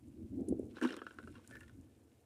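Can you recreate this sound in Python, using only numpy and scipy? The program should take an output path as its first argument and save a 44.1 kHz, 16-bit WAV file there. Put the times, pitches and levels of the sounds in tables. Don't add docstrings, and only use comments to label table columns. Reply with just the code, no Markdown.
import sys
import numpy as np
from scipy import signal
from scipy.io import wavfile
from scipy.ndimage import uniform_filter1d

SR = 44100
rng = np.random.default_rng(int(sys.argv[2]) if len(sys.argv) > 2 else 0)


def int16_out(signal):
    q = np.round(np.clip(np.atleast_2d(signal).T, -1, 1) * 32767)
    wavfile.write(sys.argv[1], SR, q.astype(np.int16))


N = 99225

# f/Hz, level/dB
AIR_COLOUR = [(290, -35), (500, 2.5), (830, -7), (1260, -14), (2720, -24.5), (9440, -18), (14800, -23.5),
              (15900, -34)]
# t/s, flutter level/dB, rumble level/dB
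WIND_LEVELS = [(0, -66.5, -66), (.06, -55, -57), (.14, -58, -62), (.23, -46.5, -52), (.3, -56, -54),
               (.34, -42, -53), (.41, -38.5, -50), (.455, -52, -57), (.52, -31, -46), (.56, -44, -54),
               (.64, -49.5, -52), (.7, -52.5, -59), (.8, -60.5, -69.5), (1.14, -65.5, -69.5),
               (1.27, -53, -56.5), (1.35, -57.5, -58), (1.44, -66, -69.5), (1.52, -60, -61),
               (1.72, -64, -60), (1.8, -58.5, -56.5), (1.89, -66.5, -67.5), (2.1, -68.5, -69.5),
               (2.25, -78.5, -71.5)]
# f/Hz, level/dB
FLUTTER_COLOUR = [(130, -57), (170, -7.5), (215, 3), (260, 3), (340, 0.5), (420, -17.5), (570, -25.5),
                  (810, -42.5), (1300, -68), (2500, -81)]
# f/Hz, level/dB
RUMBLE_COLOUR = [(20, -17.5), (35, -13.5), (56, -1.5), (85, 9), (135, 6), (165, -10.5), (230, -52)]
# t/s, level/dB
GUST_LEVELS = [(.3, -100), (.36, -66), (.41, -50.5), (.46, -59), (.525, -51), (.57, -58), (.66, -57),
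               (.72, -65), (.8, -77)]
# f/Hz, level/dB
GUST_COLOUR = [(250, -22.5), (430, 4.5), (560, -8), (730, -12.5), (900, -28), (1300, -47.5), (2500, -94)]
# t/s, level/dB, f/Hz
BUFFETS = [(0.4186, -28.5, 265), (0.487, -29, 320), (0.5139, -28, 267), (0.5258, -25, 380),
           (0.5972, -25, 345), (.632, -38, 380), (1.789, -44.5, 232)]

# t/s, level/dB
NET_LEVELS = [(0, -88.5), (.5, -86), (.7, -82.5), (1.15, -82.5), (1.26, -77.5), (1.43, -85), (1.48, -76),
              (1.75, -81), (1.95, -87), (2.25, -89.5)]
# t/s, level/dB
SNAPS = [(0.813, -67.5), (0.857, -64), (.873, -64), (.9663, -60), (1.4758, -57), (1.607, -65), (1.812, -73)]
# f/Hz, level/dB
MESH_COLOUR = [(1500, -21), (4800, -7.5), (7000, 0.5), (9500, 2), (12000, -10.5), (16000, -17)]
# t/s, level/dB
CHINKS = [(0.486, -54.5), (0.4893, -54), (0.5937, -68)]
# f/Hz, level/dB
CHINK_COLOUR = [(1500, -34), (4800, -21.5), (7000, -5), (8500, -2.5), (10000, 1.5), (11100, -6),
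                (11900, -19), (16000, -31)]

# f/Hz, level/dB
WALL_COLOUR = [(300, -44.5), (750, -9), (1130, -0.5), (1400, -12), (1720, -9), (2100, -15), (2850, -16),
               (3600, -25.5), (6000, -31), (15000, -62)]
# f/Hz, level/dB
HOLLOW_COLOUR = [(120, -22.5), (230, -3.5), (340, 2.5), (500, 1), (700, -12.5), (1500, -54.5)]
# f/Hz, level/dB
SHELL_COLOUR = [(800, -32.5), (2100, 10), (2900, 10), (3500, 6), (4000, 6.5), (4800, 0), (5400, 3.5),
                (6400, -5), (9000, -4), (12000, -15.5), (16000, -23.5)]
# f/Hz, level/dB, time to fade by 60 dB/s
WALL_NOTES = [(1055, -5, 0.055), (1348, 1.5, 0.12), (1421, -2, 0.12), (1490, -2.5, 0.22),
              (1550, 0.5, 0.088), (1690, 0, 0.055), (1755, 4.5, 0.024), (2760, -10.5, 0.073),
              (3220, -21.5, 0.17)]
# f/Hz, level/dB, time to fade by 60 dB/s
BASE_NOTES = [(256.8, -3, 0.091), (339, -11, 0.058), (500, -10.5, 0.043)]

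# t/s, level/dB
SCRAPE_LEVELS = [(.69, -74.5), (.755, -57), (.775, -41), (.808, -57.5), (.82, -27.5), (.85, -36.5),
                 (.88, -36.5), (.94, -50), (.99, -43), (1.03, -75), (1.15, -53.5), (1.22, -65), (1.32, -66),
                 (1.37, -48.5), (1.44, -67), (1.5, -55), (1.56, -63), (1.76, -72.5)]
# t/s, level/dB
RASP_LEVELS = [(.69, -85.5), (.712, -73), (.745, -79), (.765, -61), (.808, -77), (.83, -57), (.865, -58.5),
               (.93, -64), (.98, -73), (1.03, -76), (1.1, -74), (1.16, -78.5), (1.55, -77), (1.75, -85.5)]
# t/s, level/dB
DRAG_LEVELS = [(1.49, -102), (1.52, -65), (1.558, -55), (1.583, -63), (1.6, -73), (1.612, -68), (1.64, -65),
               (1.66, -83), (1.74, -92)]
# f/Hz, level/dB
DRAG_COLOUR = [(350, -30.5), (510, 2), (650, -28.5), (1300, -29.5), (1500, 0), (1620, -11), (1765, 8),
               (1900, -13.5), (2250, -12.5), (3300, -32.5)]
# t/s, length/s, level/dB, f/Hz
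SCRATCHES = [(.76, .016, -62.5, 4000), (.826, .014, -46, 2990), (0.835, .006, -60, 5600),
             (0.843, .024, -46.5, 2880), (0.846, .004, -69, 5200), (0.873, .005, -55, 3800),
             (0.886, .012, -49, 2780), (0.904, .006, -52.5, 3080), (0.9202, .004, -54.5, 3060),
             (.926, .007, -56.5, 5370), (.941, .006, -58, 3700), (0.969, .032, -58.5, 3200),
             (1.017, .005, -62, 2830), (1.065, .004, -59, 2850), (1.1085, .004, -64, 3090),
             (1.236, .006, -58.5, 1510), (1.378, .006, -58, 492), (1.444, .006, -66, 1490),
             (1.606, .003, -59, 2750)]
# f/Hz, level/dB
SLAP_COLOUR = [(2500, -30), (6000, -1), (9300, -4), (11500, -9.5), (15000, -19)]
# t/s, wall level/dB, hollow level/dB, tick level/dB, clack f/Hz
KNOCKS = [(0.7689, -44.5, -44.5, -54, 1470), (0.7838, -42.5, -55, -56, 1560),
          (0.814, -34.5, -37.5, -48, 1660), (0.8282, -43, -35.5, -41, 1550),
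          (0.8355, -34.5, -65, -47, 1030), (0.8484, -27.5, -64, -39.5, 1022),
          (0.856, -37, -43.5, -64, 1300), (0.8739, -50, -46, -50, 1340), (0.8894, -48, -44, -54, 1850),
          (0.9058, -38.5, -36, -46.5, 1530), (0.921, -53, -44, -53, 1360), (0.9304, -40, -43.5, -65, 1430),
          (0.9406, -43, -42.5, -47.5, 1150), (0.9667, -45, -39.5, -44, 1300), (0.9905, -45, -60, -70, 1490),
          (1.0172, -35.5, -41, -73, 1300), (1.0663, -35, -49.5, -52, 1442),
          (1.1085, -45.5, -51.5, -63, 1536), (1.1862, -38.5, -44, -52.5, 1440),
          (1.1994, -49, -52.5, -77, 1440), (1.2282, -56, -57, -60, 1490), (1.274, -45, -44.5, -61, 1350),
          (1.3548, -45, -61, -59, 1480), (1.51, -49, -50, -51.5, 1590), (1.5533, -45.5, -53, -51.5, 1690),
          (1.609, -47, -73, -71, 1760), (1.6323, -51, -75, -57, 1780), (1.6798, -58, -66, -58, 1810),
          (1.6952, -55.5, -73, -60.5, 1490)]
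# t/s, level/dB
THUDS = [(0.8215, -21.5), (0.8377, -20.5), (0.8499, -18), (1.016, -40.5)]


def amp(db):
    return 10 ** (np.asarray(db) / 20)


def unit(x):
    return x / np.sqrt(np.mean(x ** 2) + 1e-20)


def burst(x):
    return x / np.sqrt(np.sum(x ** 2) / (.004 * SR) + 1e-20)


def curve(table, column=1):
    rows = np.array(table)
    return amp(np.interp(np.arange(N) / SR, rows[:, 0], rows[:, column]))


def add(mix, s, sound):
    part = mix[round(s * SR):][:len(sound)]
    part += sound[:len(part)]


def response(colour, size=4096):
    hz, db = np.transpose(colour)
    bin_hz = abs(np.fft.fftfreq(size, 1 / SR))
    log_gain = np.log(amp(np.interp(np.log(bin_hz + 1), np.log(hz), db)))
    spectrum = np.exp(np.conj(signal.hilbert(log_gain)))
    return np.fft.ifft(spectrum).real[:size // 2]


def through(x, ring):
    return signal.fftconvolve(x, ring)[:len(x)]


def noise(colour):
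    return unit(through(rng.standard_normal(N + 2048), response(colour))[-N:])


def steadied(x, span_s):
    power = abs(uniform_filter1d(x ** 2, round(span_s * SR)))
    return x / np.sqrt(power + 0.15)


def grains(per_s, spread_db):
    sizes = rng.standard_normal(N) * amp(spread_db * np.minimum(rng.exponential(1, N), 4))
    return sizes * (rng.random(N) < per_s / SR)


def short_note(hz, rise_s, size=4096):
    t = np.arange(size) / SR
    shape = (t / rise_s * np.exp(-t / rise_s)) ** 1.93
    return burst(shape * np.sin(2 * np.pi * hz * t))


def strike(ring, echo_s, echo_db, contact_s=0.00077, chatter_db=-4.5, size=4096):
    t = np.arange(size) / SR
    click = (t == 0) * 1.
    chatter = rng.standard_normal(size) * np.exp(-t / contact_s)
    echoes = rng.standard_normal(size) * np.exp(-t / echo_s) * (1 - np.exp(-t / contact_s))
    parts = [(click, 0), (chatter, chatter_db), (echoes, echo_db)]
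    return burst(sum(amp(db) * burst(through(part, ring)) for part, db in parts))


def open_air():
    return amp(-78) * noise(AIR_COLOUR)


def wind(buffet_cycles=0.81):
    out = curve(WIND_LEVELS, column=1) * steadied(noise(FLUTTER_COLOUR), span_s=0.093)
    out += curve(WIND_LEVELS, column=2) * steadied(noise(RUMBLE_COLOUR), span_s=0.078)
    out += curve(GUST_LEVELS) * steadied(noise(GUST_COLOUR), span_s=0.073)
    t = np.arange(-SR // 50, SR // 50) / SR
    for s, db, hz in BUFFETS:
        bump = np.cos(2 * np.pi * hz * t) / np.cosh(2 * hz * t / buffet_cycles)
        add(out, s + t[0], amp(db) * bump)
    return out


def net(clump_s=.015, clump_db=3.2):
    mesh, metal = response(MESH_COLOUR), response(CHINK_COLOUR)
    rustle = through(grains(per_s=4300, spread_db=3.5), mesh)
    clumps = unit(uniform_filter1d(rng.standard_normal(N), round(clump_s * SR)))
    out = curve(NET_LEVELS) * unit(rustle * amp(clump_db * clumps))
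    for s, db in SNAPS:
        add(out, s, amp(db) * strike(mesh, echo_s=0.0055, echo_db=-5.5, contact_s=0.00038))
    for s, db in CHINKS:
        add(out, s, amp(db) * strike(metal, echo_s=0.0095, echo_db=7, contact_s=0.0012, chatter_db=19))
    return out


def wall_ring(size=6000):
    out, t = np.zeros(size), np.arange(size) / SR
    for hz, db, fade_s in WALL_NOTES:
        share, detune = rng.standard_normal(2)
        tone = np.sin(2 * np.pi * hz * (1 + 0.012 * detune) * t)
        out += share * amp(db - 60 * t / fade_s) * tone
    return burst(out)


def leg_scrape(slips_per_s=1500, spread_db=-4.5):
    scrape = unit(through(grains(slips_per_s, spread_db), response(WALL_COLOUR)))
    ring = unit(sum(through(grains(slips_per_s / 4, spread_db), wall_ring()) for _ in range(4)))
    return amp(-19.5) * curve(SCRAPE_LEVELS) * (scrape + ring)


def shell_rasp(slip_fade_s=0.0025):
    slips = grains(per_s=1500, spread_db=2)
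    fade = np.exp(-np.arange(SR // 20) / SR / slip_fade_s)
    grip = np.sqrt(abs(through(slips ** 2, fade)))
    return curve(RASP_LEVELS) * unit(through(grip * rng.standard_normal(N), response(SHELL_COLOUR)))


def claw_drag():
    slips = grains(per_s=1500, spread_db=4)
    return curve(DRAG_LEVELS) * unit(through(slips, response(DRAG_COLOUR)))


def scratch(length_s, hz, gap_s=.003, spread_db=5.5, fade_cycles=6.6, size=4096):
    t, jerks = np.arange(size) / SR, np.zeros(size)
    gaps = gap_s * rng.uniform(0.54, 1.5, size=24)
    strengths = amp(spread_db * rng.standard_normal(24))
    for s, strength in zip(np.cumsum(gaps) - gaps[0], strengths):
        if s < length_s:
            add(jerks, s, np.array([strength]))
    ring = np.exp(-t * hz / fade_cycles) * np.sin(2 * np.pi * hz * t)
    grit = burst(through(jerks, response(SHELL_COLOUR)))
    return burst(through(jerks, ring)) + amp(-11) * grit


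def leg_scratches():
    out = np.zeros(N)
    for s, length_s, db, hz in SCRATCHES:
        add(out, s, amp(db) * scratch(length_s, hz))
    return out


def wet_slap(at_s=.823, fade_s=0.018):
    out, t = np.zeros(N), np.arange(SR // 4) / SR
    crackle = rng.standard_normal(len(t)) ** 3 * np.exp(-t / fade_s)
    add(out, at_s, amp(-53.5) * burst(through(crackle, response(SLAP_COLOUR))))
    return out


def shell_knocks():
    out = np.zeros(N)
    wall, hollow, shell = response(WALL_COLOUR), response(HOLLOW_COLOUR), response(SHELL_COLOUR)
    for s, wall_db, hollow_db, tick_db, hz in KNOCKS:
        add(out, s, amp(wall_db - 9.5) * short_note(hz, rise_s=0.0018))
        add(out, s, amp(wall_db - 19) * strike(wall, echo_s=0.0057, echo_db=3.5))
        add(out, s, amp(wall_db - 12) * wall_ring())
        add(out, s, amp(hollow_db - 8) * short_note(hz=345, rise_s=0.0037))
        add(out, s, amp(hollow_db - 5) * strike(hollow, echo_s=0.012, echo_db=5.5))
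        add(out, s, amp(tick_db - 10) * strike(shell, echo_s=0.0056, echo_db=7, chatter_db=6.5))
    return out


def crab_landing(boom_rise_s=0.009, low_cut_hz=155):
    out, t = np.zeros(N), np.arange(SR // 4) / SR
    push = amp(-7) * short_note(hz=300.6, rise_s=.0048)
    boom = sum(amp(db - 60 * t / fade_s) * np.sin(2 * np.pi * hz * t) for hz, db, fade_s in BASE_NOTES)
    boom *= 1 - np.exp(-(t / boom_rise_s) ** 2)
    for s, db in THUDS:
        add(out, s, amp(db) * push)
        add(out, s, amp(db) * boom)
    return signal.sosfilt(signal.butter(2, low_cut_hz, "highpass", fs=SR, output="sos"), out)


def scene():
    crab = crab_landing() + shell_knocks() + leg_scratches() + wet_slap()
    crab += leg_scrape() + shell_rasp() + claw_drag()
    return (crab + net() + wind() + open_air())[None]


def record(dry, low_cut_hz=23, dip_hz=166, high_cut_hz=15600):
    thinned = signal.sosfilt(signal.butter(2, low_cut_hz, "highpass", fs=SR, output="sos"), dry)
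    dipped = signal.lfilter(*signal.iirnotch(dip_hz, Q=6, fs=SR), thinned)
    treble_cut = signal.firwin(511, high_cut_hz, window=("kaiser", 9), fs=SR)
    return signal.oaconvolve(dipped, treble_cut[None], "same")


dry = scene()
out = record(dry)
int16_out(out)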